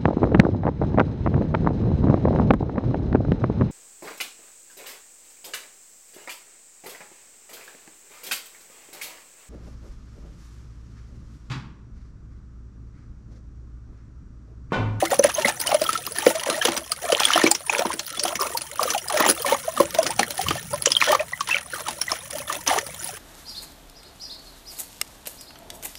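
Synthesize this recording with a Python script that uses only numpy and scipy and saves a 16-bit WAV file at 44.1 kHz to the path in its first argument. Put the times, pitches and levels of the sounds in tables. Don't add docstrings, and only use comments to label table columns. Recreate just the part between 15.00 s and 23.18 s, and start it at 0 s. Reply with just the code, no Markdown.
import sys
import numpy as np
from scipy import signal
from scipy.fft import rfft, irfft, next_fast_len
from scipy.io import wavfile

SR = 44100
rng = np.random.default_rng(int(sys.argv[2]) if len(sys.argv) > 2 else 0)


def pcm_store(signal):
    levels = np.round(np.clip(np.atleast_2d(signal), -1, 1) * 32767)
    wavfile.write(sys.argv[1], SR, levels.astype(np.int16).T)


N = 360738
TIME = np.arange(N) / SR


def from_db(db):
    return 10 ** (np.asarray(db) / 20)


def rms_one(x):
    return x / np.sqrt(np.mean(x ** 2, axis=-1, keepdims=True) + 1e-20)


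def in_time(rows):
    s, *columns = np.transpose(rows)
    return [np.interp(TIME, s, column) for column in columns]


def at_hz(points, hz):
    f, db = np.transpose(points)
    return from_db(np.interp(np.log(hz + 1), np.log(f), db))


def coloured(x, points):
    cepstrum = irfft(np.log(at_hz(points, np.linspace(0, SR / 2, 1025))))
    folding = np.r_[1, np.full(1023, 2), np.zeros(1024)]
    response = irfft(np.exp(rfft(cepstrum * folding)))
    size = next_fast_len(x.shape[-1] + len(response))
    filtered = irfft(rfft(x, size) * rfft(response, size), size)
    return rms_one(filtered[..., :x.shape[-1]])


def add(out, s, sound):
    i = round(s * SR)
    first, last = max(i, 0), min(i + len(sound), N)
    if last > first:
        out[first:last] += sound[first - i:last - i]


def swells(rows, attack_s, release_s):
    time = TIME[::64]
    power = 0
    for s, length, db in rows:
        early = np.maximum(s - time, 0)
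        late = np.maximum(time - s - length, 0)
        amplitude = from_db(db) * np.exp(-early / attack_s - late / release_s)
        power = power + amplitude ** 2
    return np.interp(TIME, time, np.sqrt(power))


# (time [s], level [dB])
RUMBLE = [(0.0, -45.5), (2.55, -62), (2.96, -61), (3.14, -58), (4.49, -53), (5.1, -54.5), (5.24, -56),
          (5.65, -53.5), (5.83, -49.5), (6.72, -54), (7.74, -50), (8.18, -50)]
# (time [s], length [s], level [dB])
SHOVES = [(2.72, .15, -55), (4.8, .2, -49.5), (5.05, 0.19, -45), (5.46, 0.079, -33.5), (5.64, 0.14, -46)]
SHOVE_ATTACK_S, SHOVE_RELEASE_S = 0.017, .025
# (frequency [Hz], level [dB])
HANDLING_COLOUR = [(25, -16), (50, -15), (75, -3), (150, 0.5), (220, -7), (350, -36), (900, -69)]


def handling_rumble():
    handling = from_db(in_time(RUMBLE)[0]) + swells(SHOVES, SHOVE_ATTACK_S, SHOVE_RELEASE_S)
    return handling * coloured(rng.standard_normal(N), HANDLING_COLOUR)


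# (frequency [Hz], rms level [dB])
HUM = [(70, -57), (139.5, -61.5)]
HUM_WIDTH_HZ = 12


def distant_hum():
    out = np.zeros(N)
    for hz, db in HUM:
        resonance = signal.iirpeak(hz, hz / HUM_WIDTH_HZ, fs=SR)
        out += from_db(db) * rms_one(signal.lfilter(*resonance, rng.standard_normal(N)))
    return out


# (time [s], length [s], grit level [dB], crumbs over grit [dB], fine sand over grit [dB])
HANDFULS = [(0, 0.062, -30.5, 3.5, -4), (0.11, 0.034, -26.5, 3.5, -1.5), (0.235, 0.068, -28.5, 0.5, -7.5),
            (0.363, 0.045, -28.5, 3, -6.5), (0.451, 0.049, -25, 0, -5.5), (0.616, 0.018, -33, 1, -5),
            (0.663, 0.089, -28.5, 3, -7), (0.797, 0.16, -32.5, -11, -5), (1.16, 0.088, -31.5, 1, -4),
            (1.262, 0.05, -28, -4, 0.5), (1.342, 0.094, -31, 0, -5.5), (1.463, 0.13, -29.5, 2, -5),
            (1.625, 0.069, -26.5, 2.5, -8), (1.717, 0.06, -32, 3.5, -5), (2.024, 0.15, -32.5, 5.5, -3),
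            (2.197, 0.17, -22, -7.5, -11), (2.353, 0.12, -23.5, -1, -11.5), (2.657, 0.011, -62, -10, 22),
            (2.722, 0.09, -26.5, 4.5, -7), (2.851, 0.08, -33.5, 4.5, -4.5),
            (3.078, 0.031, -38.5, -13, -0.5), (3.122, 0.047, -34.5, -12, -14), (3.231, 0.094, -34, 6, -3),
            (3.399, 0.072, -32, 9, 0), (3.506, 0.048, -38.5, 10.5, 2), (3.799, 0.16, -31, 6.5, -3.5),
            (4.099, 0.11, -30.5, 4.5, -1), (4.169, 0.085, -23, 4.5, -12), (4.276, 0.031, -24, -1.5, 3),
            (4.356, 0.063, -36.5, 6.5, 1), (4.454, 0.083, -25.5, 6, -4), (4.777, 0.06, -31.5, 4.5, -3),
            (4.945, 0.165, -38.5, 11.5, -16), (5.193, 0.026, -31.5, -19, -21), (5.369, 0.067, -33, 1, 0),
            (5.467, 0.11, -33, -5, -8), (5.709, 0.055, -39, 10.5, 2), (6.004, 0.0615, -22.5, -10.5, -11.5),
            (6.076, 0.075, -23, 5.5, -12), (6.178, 0.056, -35.5, 3, -24), (6.475, 0.097, -27, -11.5, -16),
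            (6.735, 0.082, -35, 2, -3), (6.853, 0.052, -42.5, 7, -15), (7.083, 0.089, -34.5, -3.5, -8),
            (7.33, 0.088, -38, 5.5, 0), (7.48, 0.09, -33, 0, -2.5), (7.673, 0.11, -24, 1.5, -7),
            (7.984, 0.118, -40.5, -18, 3.5)]
HANDFUL_ATTACK_S, HANDFUL_RELEASE_S = 0.0065, .014
STRAGGLERS_DB, STRAGGLERS_RELEASE_S = -15.5, 0.054
# (time [s], level [dB])
SIFTING = [(0.0, -38.5), (0.82, -37), (0.96, -37), (1.48, -41), (1.93, -40), (2.3, -39), (2.59, -40.5),
           (3.51, -40), (3.89, -35), (4.35, -40), (4.51, -35), (6.04, -39), (6.22, -41.5), (7.02, -38),
           (7.5, -39.5), (8.18, -37.5)]
SIFTED_CRUMBS_DB, SIFTED_GRIT_DB, SIFTED_SAND_DB = -1, -1.5, 0


def pour():
    s, length, grit_db, crumbs_over_db, sand_over_db = np.transpose(HANDFULS)
    sifting_db, = in_time(SIFTING)
    sizes = [(grit_db + crumbs_over_db, SIFTED_CRUMBS_DB),
             (grit_db, SIFTED_GRIT_DB),
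             (grit_db + sand_over_db, SIFTED_SAND_DB)]
    levels = []
    for handful_db, sifted_db in sizes:
        rows = np.transpose([s, length, handful_db])
        handfuls = swells(rows, HANDFUL_ATTACK_S, HANDFUL_RELEASE_S)
        stragglers = from_db(STRAGGLERS_DB) * swells(rows, HANDFUL_ATTACK_S, STRAGGLERS_RELEASE_S)
        sifting = from_db(sifting_db + sifted_db)
        levels.append(20 * np.log10(np.hypot(handfuls + stragglers, sifting)))
    return levels


def impacts(per_s, spread_db):
    sizes = from_db(spread_db * np.minimum(rng.exponential(1, N), 4.5))
    return (rng.random(N) < per_s / SR) * sizes * rng.choice([-1, 1], N)


def bubble(age, hz, decay, swell, glide):
    rounding = decay / 2
    fall = (np.hypot(age, rounding) - rounding) / decay
    shape = np.exp(-np.where(age < 0, (age / (swell * decay)) ** 2, fall))
    pitch = hz * (1 + glide * np.tanh(age / (3 * decay)))
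    cycles = np.cumsum(pitch) / SR + rng.random()
    return shape * np.sin(2 * np.pi * cycles)


def bubble_swarm(clicks, colour, cycles, swell, count):
    out, at = np.zeros(N), np.flatnonzero(clicks)
    pitches = np.geomspace(colour[0][0], colour[-1][0], count)
    dealt = rng.integers(0, count, N)[at]
    for k, hz in enumerate(pitches):
        decay = cycles / hz * rng.uniform(0.44, 2.27)
        age = np.arange(-2 * swell * decay, 6 * decay, 1 / SR)
        ring = rms_one(bubble(age, hz, decay, swell, glide=0.056)) / np.sqrt(len(age))
        ring = at_hz(colour, hz) * ring
        for i in at[dealt == k]:
            out[i:i + len(ring)] += clicks[i] * ring[:N - i]
    return rms_one(out)


def crackle(clicks, colour, decay, variety_db, wash, count):
    out, at = np.zeros(N), np.flatnonzero(clicks)
    edges = np.geomspace(colour[0][0], min(colour[-1][0], .45 * SR), count + 1)
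    white = rng.standard_normal((2, N))
    tint = rng.standard_normal(N + count)
    fall, rise = np.exp(-1 / (decay * SR)), np.exp(-1 / (0.0001 * SR))
    envelope_poles = np.convolve([1, -fall], [1, -rise])
    for k in range(count):
        sizes = np.zeros(N)
        sizes[at] = np.abs(clicks[at]) * from_db(variety_db * np.clip(tint[at + k], -2, 2))
        rush = rms_one(signal.lfilter([1], envelope_poles, sizes + 1e-18))
        band = signal.butter(2, edges[k:k + 2], "band", fs=SR, output="sos")
        out += signal.sosfilt(band, white[k % 2] * (rush + wash))
    return coloured(out, colour)


def evened(x, span):
    window = signal.windows.hann(max(int(span * SR), 9))
    power = signal.oaconvolve(rms_one(x) ** 2, window / window.sum(), "same")
    return x / np.sqrt(np.mean(x ** 2) * (np.abs(power) + 0.15))


# (frequency [Hz], level [dB])
CRUMB_COLOUR = [(230, -5), (330, -11.5), (420, -3), (580, 8), (800, 5), (1100, 7.5), (1400, -4)]


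def crumbs(flow):
    plops = bubble_swarm(impacts(per_s=300 * flow, spread_db=5.0), CRUMB_COLOUR,
                         cycles=3.38, swell=0.57, count=48)
    slosh = crackle(impacts(per_s=200 * flow, spread_db=10.0), CRUMB_COLOUR,
                    decay=0.0039, variety_db=9, wash=0.14, count=5)
    return evened(plops + 0.33 * slosh, span=0.38)


# (frequency [Hz], level [dB])
GRIT_COLOUR = [(1300, 12), (1550, 4.5), (1850, 9.5), (2400, 3.5), (3100, 8), (3900, 3), (4500, 0.5),
               (6000, 1.5), (7400, -4)]


def grit(flow, clots):
    grains = crackle(clots, GRIT_COLOUR, decay=0.0025, variety_db=5.5, wash=0.13, count=9)
    fizz = bubble_swarm(impacts(per_s=1100 * flow, spread_db=6.5), GRIT_COLOUR,
                        cycles=4.5, swell=0.55, count=96)
    return evened(grains + 0.66 * fizz, span=0.23)


# (frequency [Hz], level [dB])
SAND_COLOUR = [(5000, -1.5), (7000, 2.5), (8100, -0.5), (9700, 10.5), (11000, 4.5), (12500, -4.5),
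               (13900, -5), (15200, 1.5), (16000, 7)]


def fine_sand(flow, clots):
    grains = crackle(clots, SAND_COLOUR, decay=0.0029, variety_db=10.5, wash=0.27, count=8)
    foam = bubble_swarm(impacts(per_s=500 * flow, spread_db=7.5), SAND_COLOUR,
                        cycles=20.0, swell=0.24, count=64)
    return evened(grains + 0.38 * foam, span=0.047)


def stream():
    crumbs_db, grit_db, sand_db = pour()
    flow = from_db(.35 * (grit_db - np.median(grit_db)))
    clots = impacts(per_s=520 * flow, spread_db=6.0)
    return (from_db(crumbs_db - 3.1) * crumbs(flow)
            + from_db(grit_db - 2.1) * grit(flow, clots)
            + from_db(sand_db) * fine_sand(flow, clots))


# (time when loudest [s], pitch [Hz], peak level [dB], decay time [cycles])
BUBBLES = [(0.0266, 584, -10, 1.6), (.0322, 764, -14.5, 5.4), (.034, 323, -24, 2.7),
           (0.074, 2060, -25, 6.8), (.121, 537, -12.5, 2.4), (0.1944, 6080, -10.5, 11),
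           (0.1967, 531, -4.5, 2.4), (0.2405, 1840, -13.5, 2.1), (.2482, 580, -5, 2.5),
           (.3501, 6300, -17.5, 18), (.3865, 613, -15.5, 4), (.449, 2050, -9, 5.6),
           (0.454, 555, -15.5, 2.2), (0.457, 222, -22, 1.4), (0.4597, 1960, -11, 2.3),
           (.4858, 774, -14, 1.9), (0.6777, 2960, -16.5, 6.4), (.7187, 790, -14, 3.1),
           (.728, 645, -11, 1.6), (.749, 603, -8, 3.8), (.8189, 616, -13, 3.25), (.866, 3280, -17.5, 7.9),
           (0.8928, 1280, -11, 4.8), (.9565, 1326, -16.5, 6.3), (1.0756, 1140, -22, 2),
           (1.186, 1740, -19, 4.2), (1.2689, 502, -1.5, 2.3), (1.309, 625, -21, 2.9),
           (1.3566, 638, -20, 5.8), (1.4903, 560, -14.5, 1.1), (1.5263, 657, -26, 6.2),
           (1.616, 3100, -17.5, 7.2), (1.617, 1686, -15.5, 5.9), (1.656, 3040, -8, 2.5),
           (1.6573, 487, -13, 1.6), (1.9225, 1227, -23, 4.5), (2.0426, 695, -23.5, 3.8),
           (2.102, 653, -13.5, 3), (2.1284, 512, -6.5, 1.44), (2.1497, 3000, -4, 1.2),
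           (2.2057, 990, -7.5, 0.69), (2.2344, 3200, -11.5, 2.7), (2.2532, 3310, -4, 4.6),
           (2.255, 8630, -11, 18), (2.3053, 1280, -7.5, 1.6), (2.3368, 3030, -15.5, 11),
           (2.3478, 3050, -10, 3.6), (2.3586, 317, -22, 1.96), (2.3608, 682, -8.5, 2.2),
           (2.3777, 1275, -6.5, 1.7), (2.4188, 1805, -18, 4.9), (2.442, 298, -6, 0.52),
           (2.4592, 330, -14, 0.92), (2.4659, 2290, -10, 6.6), (2.515, 7120, -6, 11),
           (2.5165, 813, -16.5, 4), (2.667, 9430, -29, 95), (2.6972, 2480, -8.5, 4.3),
           (2.699, 864, -15.5, 2.1), (2.7356, 900, -17.5, 1.5), (2.75, 2410, -10.5, 1.9),
           (2.794, 524, -16, 2.4), (2.8528, 950, -15, 2.3), (3.142, 1310, -31.5, 5.9),
           (3.175, 3420, -28.5, 23), (3.196, 4600, -15.5, 6.2), (3.2533, 723, -16, 2.4),
           (3.3302, 666, -23.5, 4), (3.4123, 5330, -14.5, 4.9), (3.7958, 1130, -9.5, 2.4),
           (3.8564, 513, -19, 2.3), (3.9505, 807, -15.5, 4), (4.146, 617, -18, 6), (4.164, 614, -13.5, 1.8),
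           (4.2033, 1810, -17, 6.3), (4.242, 1960, -11.5, 2.3), (4.264, 870, -10.5, 1.64),
           (4.4487, 1060, -16, 3.3), (4.525, 534, -9.5, 2.3), (4.683, 650, -15, 3.2),
           (4.7768, 1208, -15, 3.5), (4.8027, 1062, -7.5, 3.3), (4.8046, 356, -10, 0.92),
           (4.806, 528, -4, 2.2), (4.991, 648, -6.5, 3.7), (5.1958, 788, -10.5, 3.7),
           (5.1952, 6030, -26, 21.2), (5.2318, 1890, -10, 2.2), (5.3956, 767, -16, 4.2),
           (5.467, 1120, -19.5, 3.8), (5.486, 2960, -9.5, 1.9), (5.511, 1220, -14.5, 3.8),
           (5.74, 1000, -19.5, 3.4), (5.859, 5700, -8, 6.7), (5.8723, 517, -12.5, 1.8),
           (5.878, 3000, -14, 4), (5.9196, 5020, -5, 4.8), (5.952, 3522, -9, 2.6), (5.968, 3160, -5, 6.9),
           (6.0158, 2440, -4.5, 2.2), (6.0244, 1120, -9.5, 1.77), (6.0245, 1990, -9.5, 2.4),
           (6.1006, 601, -13, 6.7), (6.109, 1100, -18, 2.9), (6.1972, 2480, -19.5, 6.2),
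           (6.206, 615, -16.5, 4.2), (6.3354, 1967, -17.5, 6.7), (6.4105, 1114, -14.5, 4.3),
           (6.4924, 1000, -20, 2.4), (6.514, 2625, -14, 15), (6.5288, 2660, -14, 6.9),
           (6.5455, 2270, -9.5, 3.4), (6.546, 3043, -17, 7), (6.568, 2600, -11, 2.6),
           (6.7367, 1500, -20.5, 3.4), (6.8665, 1250, -23.5, 3.7), (6.8874, 860, -22, 4.3),
           (7.015, 5640, -15.5, 6.7), (7.083, 1980, -20, 6.6), (7.118, 5350, -11, 6.4),
           (7.1213, 1107, -16, 1.9), (7.5008, 1180, -16.5, 3.2), (7.6784, 5990, -6.5, 3.6),
           (7.7047, 970, -12, 0.95), (7.7137, 759, -11, 2.5), (7.7637, 785, -15, 1.9)]


def large_bubbles():
    out = np.zeros(N)
    spatter_colour = [(200, -77), (900, 36.5), (5000, -13), (15000, 12)]   # (Hz, dB)
    spatter = coloured(rng.standard_normal(N), spatter_colour)
    for s, hz, db, cycles in BUBBLES:
        decay = cycles / hz
        age = np.arange(-2 * decay, 8 * decay, 1 / SR)
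        add(out, s - 2 * decay, from_db(db) * bubble(age, hz, decay, swell=0.63, glide=0.035))
    envelope = np.abs(signal.hilbert(out, next_fast_len(N))[:N])
    return out + from_db(-23.5) * envelope * spatter


# (time [s], crack level [dB], weight: thud over crack [dB], spray over crack [dB])
SPLATS = [(0.1908, -38.5, 23, 7.5), (0.2407, -21, 6, -3.5), (0.342, -42.5, -16, 6),
          (0.421, -24.5, -22, -20), (0.4828, -21, -10, -12), (0.601, -40, 9, 8.5), (0.6137, -30.5, -14, 0),
          (0.6708, -24, -26, -4.5), (.7443, -25, -10, -6), (.8177, -33, 11.5, 0), (.8409, -42, 4, 8),
          (0.8916, -28, 0, -7.5), (0.9305, -26, -1, -10), (0.976, -28.5, -25, -13),
          (1.0658, -33, 1.5, -0.5), (1.1217, -41.5, -25, 3), (1.186, -34.5, 7, 4), (1.2649, -22, 14.5, -16),
          (1.4996, -22, 4, -11.5), (1.6521, -16, -7, -11), (1.6847, -29, 17, -11), (1.7671, -25, -6, -13),
          (1.7764, -30, 6, -3.5), (1.9188, -24, -14.5, -4), (2.1219, -17.5, -1.5, -15),
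          (2.2006, -18, -9, -10), (2.2522, -21, -33, -8.5), (2.3588, -24, 2, -29),
          (2.3778, -27.5, 7.5, -4.5), (2.439, -27.5, 19, -5), (2.473, -21.5, 6, -28),
          (2.5141, -20.5, -7.5, 0), (2.5501, -19.5, -14, -22), (2.699, -23.5, -7, -26.5),
          (2.7933, -25.5, 7, -14), (2.8555, -36, 21, -17), (2.9377, -40, 16, 3.5), (2.9945, -22, -14, -22),
          (3.065, -42.5, -19, 5), (3.1727, -41, 13.5, -1), (3.1963, -19.5, -36, -20),
          (3.236, -37.5, 13, 10.5), (3.2533, -27, 2.5, -14), (3.2808, -24.5, -17, -16),
          (3.3553, -24, -3, -15.5), (3.416, -34, -6, 1.5), (3.5732, -23.5, -15, -7.5),
          (3.618, -32.5, -9, -4), (3.8308, -27, 0, -2.5), (3.904, -18.5, -14, -21),
          (3.9795, -23.5, -37, -14), (4.084, -44.5, -8, 10.5), (4.2036, -23.5, 10.5, -7),
          (4.2632, -20.5, 4, -17), (4.2896, -21, 10.5, -7), (4.299, -21.5, 0.5, -0.5),
          (4.3107, -30, -11, 3), (4.421, -49.5, 0, 16.5), (4.5386, -42, 9, -5), (4.8034, -32, 16.5, -1.5),
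          (4.9475, -26, 0.5, -11.5), (4.986, -25, -7, -12), (5.03, -25, -22, -11), (5.0655, -21, -1.5, -17),
          (5.074, -29, -16, -12), (5.106, -32, -6, -2.5), (5.1938, -17.5, 3.5, -14),
          (5.2098, -36.5, 17, -6), (5.2308, -29.5, 3.5, -11), (5.3064, -27.5, -6, -8.5),
          (5.4145, -30, -27, -6), (5.485, -23.5, -6, -14), (5.5075, -24, 7, -25), (5.7332, -45, 10, 7),
          (5.8222, -37, 0, 6), (5.8588, -11, -20, -27), (5.905, -27, -4, -13), (5.9186, -17, -28, -15),
          (5.968, -29.5, -13, -4), (6.0157, -26, -3, -30), (6.119, -21, -7, -11), (6.2009, -52, 0, -22),
          (6.4074, -23.5, -16, -27), (6.4888, -34.5, -7, -4), (6.513, -30, -16, -23), (6.742, -51, -10, 11),
          (6.8845, -25.5, -4, -12), (6.9086, -34, 0, -8), (7.0158, -21.5, -15, -9),
          (7.1182, -26.5, -4.5, -12), (7.309, -51, 3, 11.5), (7.384, -32.5, -12, -8),
          (7.525, -28, -4.5, -16.5), (7.6753, -20.5, -19, -14), (7.866, -42.5, 10, 2), (8.0444, -43, 1, 8),
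          (8.074, -43, -14, 3.5)]


def splat_part(level_db, colour, decay, tail_db, tail_decay, ring_low_hz, ring_high_hz, ring_db):
    lead = SR // 100
    out, age = np.zeros(N), np.arange(-lead, 4 * lead) / SR
    landing = 1.4 * np.exp(-(age / 0.00073) ** 2) + 0.5 * np.exp(-np.abs(age) / 0.003)
    tail = from_db(min(tail_db, 0))
    sinking = (1 - tail) * np.exp(-np.abs(age) / decay) + tail * np.exp(-np.abs(age) / tail_decay)
    bursts = rng.standard_normal((len(SPLATS), len(age))) * np.where(age < 0, landing, sinking)
    pockets = ring_low_hz * (ring_high_hz / ring_low_hz) ** rng.random(len(SPLATS))
    pockets = np.minimum(pockets, .4 * SR)
    rings = []
    for hz, burst in zip(pockets, bursts):
        resonance = signal.iirpeak(hz, hz / (60 + hz / 25), fs=SR)
        rings.append(signal.lfilter(*resonance, burst))
    bursts = coloured(bursts + from_db(ring_db) * np.array(rings), colour)
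    top_db = max(db for hz, db in colour)
    for row, db, burst in zip(SPLATS, level_db, bursts):
        add(out, row[0] + .0005 - lead / SR, from_db(db + top_db) * burst)
    return out


# (frequency [Hz], level [dB])
THUD_COLOUR = [(100, -25), (200, -8), (330, -8), (800, -11.5), (1300, -40.5), (4000, -89)]
SLAP_COLOUR = [(300, -54), (900, -6), (1200, -5.5), (1550, -6.5), (1900, -9), (2500, -6.5), (4000, -15),
               (12000, -60)]
CRACK_COLOUR = [(900, -34), (2400, -16.5), (3100, -10.5), (4000, -17), (6000, -11), (7400, -14.5),
                (9500, -27), (16000, -52)]
SPRAY_COLOUR = [(2000, -57), (5000, 1), (7000, -36.5), (8100, -20.5), (9700, -7), (11000, -15.5),
                (13900, -24.5), (15200, -9)]
SLAP_DB, SLAP_PER_WEIGHT = -6, 0.42


def splats():
    s, crack_db, weight_db, spray_over_db = np.transpose(SPLATS)
    thud_db = crack_db + weight_db
    slap_db = crack_db + SLAP_DB + SLAP_PER_WEIGHT * weight_db
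    spray_db = crack_db + spray_over_db
    thud = splat_part(thud_db - 7.5, THUD_COLOUR, decay=0.0065, tail_db=-10.5, tail_decay=0.027,
                      ring_low_hz=200, ring_high_hz=630, ring_db=-16.5)
    slap = splat_part(slap_db, SLAP_COLOUR, decay=0.0073, tail_db=-15.5, tail_decay=0.0053,
                      ring_low_hz=967, ring_high_hz=2550, ring_db=-3.5)
    crack = splat_part(crack_db, CRACK_COLOUR, decay=0.0035, tail_db=-3.5, tail_decay=0.0093,
                       ring_low_hz=2570, ring_high_hz=8000, ring_db=9.5)
    spray = splat_part(spray_db, SPRAY_COLOUR, decay=0.0011, tail_db=-2.5, tail_decay=0.0042,
                       ring_low_hz=7970, ring_high_hz=14300, ring_db=19)
    return thud + slap + crack + spray


# (delay [s], level [dB])
ECHOES = [(.0031, -27.5), (.0067, -20.5), (.0108, -17.5), (.0172, -23.5), (.0235, -33)]
# (frequency [Hz], width [Hz], level [dB])
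TUB = [(333.6, 12, 5.5), (546, 83, -25), (1810, 49, -6.5), (2330, 120, -11.5), (4170, 46, 0.5),
       (5910, 110, -1.5), (10350, 260, -20.5), (14900, 210, -27)]


def tub(x):
    out = x.copy()
    dull = signal.sosfilt(signal.butter(1, 3500, fs=SR, output="sos"), x)
    for delay, db in ECHOES:
        add(out, delay, from_db(db) * dull)
    for hz, width, db in TUB:
        out += from_db(db) * signal.lfilter(*signal.iirpeak(hz, hz / width, fs=SR), x)
    age = np.arange(SR // 4) / SR
    tail = rng.standard_normal(len(age)) * np.exp(-age / 0.018) * (age > .008)
    return out + from_db(-15.5) * signal.oaconvolve(dull, tail / np.linalg.norm(tail))[:N]


WATER_LOW_HZ = 132


def scene():
    water = from_db(0.74) * large_bubbles() + splats() + from_db(-2.0) * stream()
    water = signal.sosfilt(signal.butter(4, WATER_LOW_HZ, "high", fs=SR, output="sos"), water)
    background = handling_rumble() + distant_hum()
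    return (tub(water) + background)[None]


CUTOFF_HZ = 15650


def record(dry):
    limited = dry / (1 + dry ** 6) ** (1 / 6)
    return signal.sosfilt(signal.ellip(12, .2, 90, CUTOFF_HZ, fs=SR, output="sos"), limited)


dry = scene()
out = record(dry)
pcm_store(out)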